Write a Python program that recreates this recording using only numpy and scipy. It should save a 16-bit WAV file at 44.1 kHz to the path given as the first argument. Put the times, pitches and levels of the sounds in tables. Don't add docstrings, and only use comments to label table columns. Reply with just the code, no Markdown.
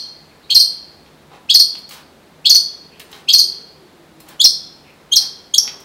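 import sys
import numpy as np
from scipy import signal
from scipy.fft import rfft, irfft
from scipy.io import wavfile

SR = 44100
rng = np.random.default_rng(int(sys.argv[2]) if len(sys.argv) > 2 else 0)


def transcribe(signal):
    frames = np.atleast_2d(signal).T
    limited = np.clip(frames, -1, 1)
    pcm = np.round(limited * 32767).astype(np.int16)
    wavfile.write(sys.argv[1], SR, pcm)


N = 257544
LEAD = SR // 4


def rasping_calls():
    # t/s, chip length/s, chip f/Hz, chip level/dB, chip's second voice/dB,
    # whistle f/Hz, whistle level/dB, note spacing/s, overtones/dB, direct sound/dB
    calls = [(-.240, 0.029, 3180, -8, -6.5, 4230, 2, 0.05, -1, 0),
             (0.4937, 0.025, 3139, -9, -0.5, 4196, 0.5, .049, 0, -3),
             (1.487, .030, 3260, -7, -4.5, 4264, .5, .0515, -1, 0.5),
             (2.444, .032, 3324, -7.5, -2.5, 4317, .5, .050, -3.5, .5),
             (3.274, 0.035, 3205, -8.5, -2.5, 4257, 0.5, 0.054, -1, -1)]
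    for s, length, hz, db, second_db, whistle_hz, whistle_db, spacing, overtones_db, direct_db in calls:
        note = chip(length, hz, db, overtones_db - 2.5, second_db,
                    scoop_octaves=.3, creep_octaves=.08, swoop_ratio=1.5, attack_share=.43)
        yield s, note, direct_db
        for k, accent_db in ((1, .27), (2, -2)):
            note = whistle(.0275, whistle_hz, whistle_db + accent_db, overtones_db - 1.5, top_hz=6812,
                           glide_share=.33, fade_db=-2, second_hz=5577, second_db=-15.5, edge_db=11.5)
            yield s + k * spacing, note, direct_db


def clear_calls():
    # t/s, chip length/s, chip f/Hz, upward slide/octaves, chip level/dB,
    # chip overtones/dB, whistle f/Hz, whistle level/dB, whistle's second voice f/Hz and level/dB,
    # note spacing/s, direct sound/dB
    calls = [(4.393, 0.03, 3430, .28, -7.5, 5.5, 4081, -0.5, 5117, -2, 0.045, 1.5),
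             (5.1135, .028, 3236, 0.11, -10, 8.5, 4105, -2, 5348, -5, 0.042, 1.5),
             (5.5359, 0.015, 3300, 0.127, -11, 14, 5396, 0.5, 4456, -11.5, .0415, 2.5)]
    for (s, length, hz, slide, db, overtones_db,
         whistle_hz, whistle_db, second_hz, second_db, spacing, direct_db) in calls:
        note = chip(length, hz, db, overtones_db, second_db=-23,
                    scoop_octaves=.37 * slide, creep_octaves=slide, swoop_ratio=1.36, attack_share=.33)
        yield s, note, direct_db
        note = whistle(.93 * length, whistle_hz, whistle_db, bright_db=-1.5, top_hz=6700,
                       glide_share=.44, fade_db=-5, second_hz=second_hz, second_db=second_db, edge_db=-3)
        yield s + spacing, note, direct_db


def chip(length, held_hz, level_db, bright_db, second_db, scoop_octaves, creep_octaves, swoop_ratio,
         attack_share, second_hz=4330, rasp_db=-17, crescendo_db=2):
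    share = np.linspace(0, 1, int(length * SR))
    below = 1 - step_up(share, at=.62 * attack_share, width=.066)
    swoop = step_up(share, at=.8, width=.08)
    swell_db = swell(share, attack_share, onset_db=-34, release_share=.12, end_db=-14.5)
    swell_db += crescendo_db * (share - .5)
    tension = 2 ** (creep_octaves * (share - .5) - scoop_octaves * below)
    rough = np.maximum(swoop, from_db(second_db))
    main = voice_box(held_hz * tension * swoop_ratio ** swoop, swell_db, bright_db - 8 * swoop,
                     jitter=.006 + .04 * rough, tremble_db=-.23 + 2 * rough)
    other = voice_box(second_hz * tension, 2 * swell_db + second_db, bright_db,
                      jitter=.035, tremble_db=2.5) * (1 - swoop)
    rasp = np.diff(main * other, prepend=0)
    return from_db(level_db) * (main + other + from_db(rasp_db) * rasp)


def whistle(length, final_hz, level_db, bright_db, top_hz, glide_share, fade_db,
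            second_hz, second_db, edge_db):
    share = np.linspace(0, 1, int(length * SR))
    height = np.exp(-(share / glide_share) ** 2)
    effort_db = level_db + fade_db * share
    main_db = effort_db + swell(share, attack_share=.41, onset_db=-26.5, release_share=.15, end_db=-12.5)
    other_db = effort_db + swell(share, attack_share=.2, onset_db=-31.5, release_share=.47, end_db=-10)
    main = voice_box(final_hz + (top_hz - final_hz) * height, main_db, bright_db + 7 * height ** 2,
                     jitter=.014 + .045 * height, tremble_db=1 + 5.2 * height)
    other = voice_box(second_hz * (1 + .14 * height), other_db + second_db, bright_db + edge_db,
                      jitter=.025, tremble_db=2)
    return main + other


def voice_box(hz, level_db, bright_db, jitter, tremble_db, hiss_db=-39):
    # multiple of the pitch, level/dB
    overtones = [(2, -16), (3, -26), (4, -48.5)]
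    # f/Hz, gain/dB
    beak = [(5000, 8.5), (6600, -1), (7600, -1), (8500, 0), (9700, -6.5), (11300, 1.5), (12400, 2),
            (13700, 7), (16000, 4)]
    size = len(hz)
    hz = hz * (1 + jitter * waver(1500, size))
    phase = 2 * np.pi * np.cumsum(hz) / SR
    tone = np.sin(phase)
    for multiple, db in overtones:
        gain = from_db(db + bright_db + at_hz(beak, multiple * hz))
        tone += gain * np.sin(multiple * phase) * (multiple * hz < SR / 2)
    highpass = signal.butter(2, 5000, "high", fs=SR, output="sos")
    tone += from_db(hiss_db) * signal.sosfilt(highpass, rng.standard_normal(size))
    soft_edges = signal.windows.tukey(size, .1)
    return tone * soft_edges * from_db(level_db + tremble_db * waver(1200, size))


def wire_ticks(track, scratch_db=-8, scratch_s=.005, rise_s=.0019):
    # t/s, level/dB, ring relative to that level/dB
    ticks = [(1.7838, -29, -26.5), (1.8901, -22, -31), (2.9958, -20, -19), (3.1144, -27.5, -23.5),
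             (4.2013, -25, -21), (4.262, -41, -24.5), (4.286, -22.5, -26), (5.717, -35.5, -27),
             (5.801, -28.5, -25)]
    # f/Hz, level/dB, time to fade by 60 dB/s
    bar_tones = [(2012, -12, 0.28), (2851, -6, 0.076), (4160, -2.5, 0.07), (5200, -4.5, 0.035),
                 (7250, -17, .3), (8750, -14.5, .2), (12350, -12, 0.074), (13100, -15, .16)]
    t = np.arange(SR // 4) / SR
    for s, level_db, ring_db in ticks:
        ring = sum(from_db(db + rng.normal(0, 3) - 60 * t / fade_s) * np.sin(2 * np.pi * hz * t)
                   for hz, db, fade_s in bar_tones)
        scratch = rng.standard_normal(len(t)) * np.exp(-t / scratch_s) * (1 - np.exp(-t / rise_s))
        add(track, s, from_db(level_db) * (from_db(ring_db) * ring + from_db(scratch_db) * scratch))


def perch_knocks(track, knock_db=-4, decay_s=.0045):
    # t/s, level/dB
    knocks = [(1.061, -38.5), (1.753, -26.5), (1.909, -27.5), (3.001, -26), (3.129, -27.5), (5.677, -19.5)]
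    # f/Hz, level/dB
    wood = [(300, -20), (600, -15.5), (830, -5.5), (1200, -8.5), (1800, -8.5), (3200, 1.5), (5000, -6.5),
            (9000, -28.5), (16000, -32.5)]
    t = np.arange(SR // 16) / SR
    for s, db in knocks:
        add(track, s, from_db(db + knock_db) * coloured(wood, len(t)) * np.exp(-t / decay_s))


def flutters(track, ruffle_db=1.5):
    # peak t/s, half length/s, level/dB, treble tilt/(dB per octave)
    strokes = [(1.343, 0.032, -44, -2), (1.928, 0.02, -37, 5.5), (1.973, 0.038, -44.5, 2.5),
               (3.155, 0.06, -45, 2), (4.305, 0.042, -45.5, 1), (5.229, 0.046, -45.5, 2.5),
               (5.692, 0.067, -45.5, 0)]
    # f/Hz, level/dB
    feathers = [(150, -20.5), (500, -3.5), (820, 5), (1100, 1), (2000, -4), (4000, -7.5), (7000, -20),
                (15000, -26.5)]
    t = np.arange(-SR // 8, SR // 8) / SR
    for s, half_length, level_db, tilt_db in strokes:
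        colour = [(hz, db + tilt_db * np.log2(hz)) for hz, db in feathers]
        puff = coloured(colour, len(t)) * np.exp(-(t / half_length) ** 2)
        add(track, s + t[0], puff * from_db(level_db + ruffle_db * waver(160, len(t))))


def room(x, diffuse_db=-3.5, late_db=-13, build_s=.0055, scatter_s=.00057):
    # f/Hz, early fade/s, late fade/s
    fades = [(500, 0.57, .7), (3200, 0.26, 0.71), (4690, 0.35, 0.69), (6100, 0.25, 0.56),
             (8850, 0.29, 0.49), (14000, 0.2, .36)]
    # delay/s, level/dB
    echoes = [(.003, -7.5), (0.0153, -11), (.023, -19), (.048, -17)]
    t = np.arange(SR) / SR
    white, bins = rfft(rng.standard_normal(SR)), np.fft.rfftfreq(SR, 1 / SR)
    centres_hz = [row[0] for row in fades]
    tail = np.zeros(SR)
    for (_, early, late), this_band in zip(fades, np.eye(len(fades))):
        band = irfft(white * np.interp(bins, centres_hz, this_band), SR)
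        tail += band * np.hypot(from_db(-60 * t / early), from_db(late_db - 60 * t / late))
    tail *= 1 - np.exp(-(t / build_s) ** 2)
    response = from_db(diffuse_db) * tail / np.sqrt(np.sum(tail ** 2))
    for delay, db in echoes:
        splash = rng.standard_normal(SR) * np.exp(-np.abs(t - delay) / scatter_s) * (t >= delay)
        response += from_db(db) * splash / np.sqrt(np.sum(splash ** 2))
    return signal.fftconvolve(x, response)[:len(x)]


def far_birds(track, blur_hz=380):
    # t/s, length/s, first f/Hz, last f/Hz, level/dB
    chirps = [(0.287, 0.037, 2550, 2395, -47.5), (0.406, .06, 3952, 3918, -46),
              (2.875, .12, 2804, 2480, -46.5), (4.817, 0.126, 2642, 2258, -45)]
    for s, length, first_hz, last_hz, db in chirps:
        size = int(length * SR)
        hz = np.linspace(first_hz, last_hz, size) + blur_hz * waver(440, size)
        add(track, s, from_db(db) * np.hanning(size) * np.sin(2 * np.pi * np.cumsum(hz) / SR))


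def outdoors(air_db=-48, hum_hz=151, hum_db=-59.5):
    # t/s, f/Hz, level/dB
    revs = [(0, 340.1, -73.5), (2.3, 380.5, -66), (3.15, 438.3, -55), (3.38, 333.5, -53.5),
            (3.66, 453.3, -49), (3.85, 371.6, -54), (4.2, 312.6, -52), (4.7, 353, -68.5),
            (5.8, 397.6, -54.5)]
    # f/Hz, relative level/dB
    air = [(15, -53), (25, -20), (84, -5.5), (120, -13), (153, -4.5), (270, -4), (301, -6), (344, -4.5),
           (373, -7), (451, -6.5), (887, -11), (3080, -20.5), (3820, -19), (5880, -27), (16000, -34.5)]
    t = np.arange(N) / SR
    times, hz, db = np.transpose(revs)
    engine = from_db(np.interp(t, times, db)) * drone(np.interp(t, times, hz), width_hz=50)
    hum = from_db(hum_db) * drone(np.full(N, hum_hz), width_hz=14)
    return from_db(air_db) * coloured(air, N) + engine + hum


def drone(hz, width_hz):
    wobble = waver(width_hz, N) + 1j * waver(width_hz, N)
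    return rms_one(np.real(wobble * np.exp(2j * np.pi * np.cumsum(hz) / SR)))


def from_db(db):
    return 10 ** (np.asarray(db) / 20)


def rms_one(x):
    return x / np.sqrt(np.mean(x ** 2) + 1e-20)


def at_hz(points, hz):
    table_hz, db = np.transpose(points)
    return np.interp(np.log(np.maximum(hz, 1)), np.log(table_hz), db)


def coloured(spectrum, size):
    gain = from_db(at_hz(spectrum, np.fft.rfftfreq(size, 1 / SR)))
    return rms_one(irfft(rfft(rng.standard_normal(size)) * gain, size))


def waver(rate_hz, size):
    steps = np.arange(size) * rate_hz / SR
    return np.interp(steps, np.arange(size), rng.standard_normal(size))


def step_up(share, at, width):
    return .5 + .5 * np.tanh((share - at) / width)


def swell(share, attack_share, onset_db, release_share, end_db):
    rise_db = onset_db * np.maximum(1 - share / attack_share, 0)
    return rise_db + end_db * np.maximum(1 - (1 - share) / release_share, 0)


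def add(track, s, sound):
    start = max(LEAD + int(s * SR), 0)
    part = sound[:max(len(track) - start, 0)]
    track[start:start + len(part)] += part


def scene():
    direct, into_room, cage = np.zeros((3, LEAD + N))
    for s, note, direct_db in (*rasping_calls(), *clear_calls()):
        add(into_room, s, note)
        add(direct, s, from_db(direct_db) * note)
    wire_ticks(cage)
    perch_knocks(cage)
    flutters(cage)
    far_birds(into_room)
    indoors = direct + cage + room(into_room + cage)
    return (indoors[LEAD:] + outdoors())[None]


def record(dry, lopsided=.0077, cutoff_hz=15750):
    flattened = np.clip(dry, -1, 1 - lopsided)
    return signal.sosfilt(signal.ellip(10, .1, 70, cutoff_hz, fs=SR, output="sos"), flattened)


dry = scene()
out = record(dry)
transcribe(out)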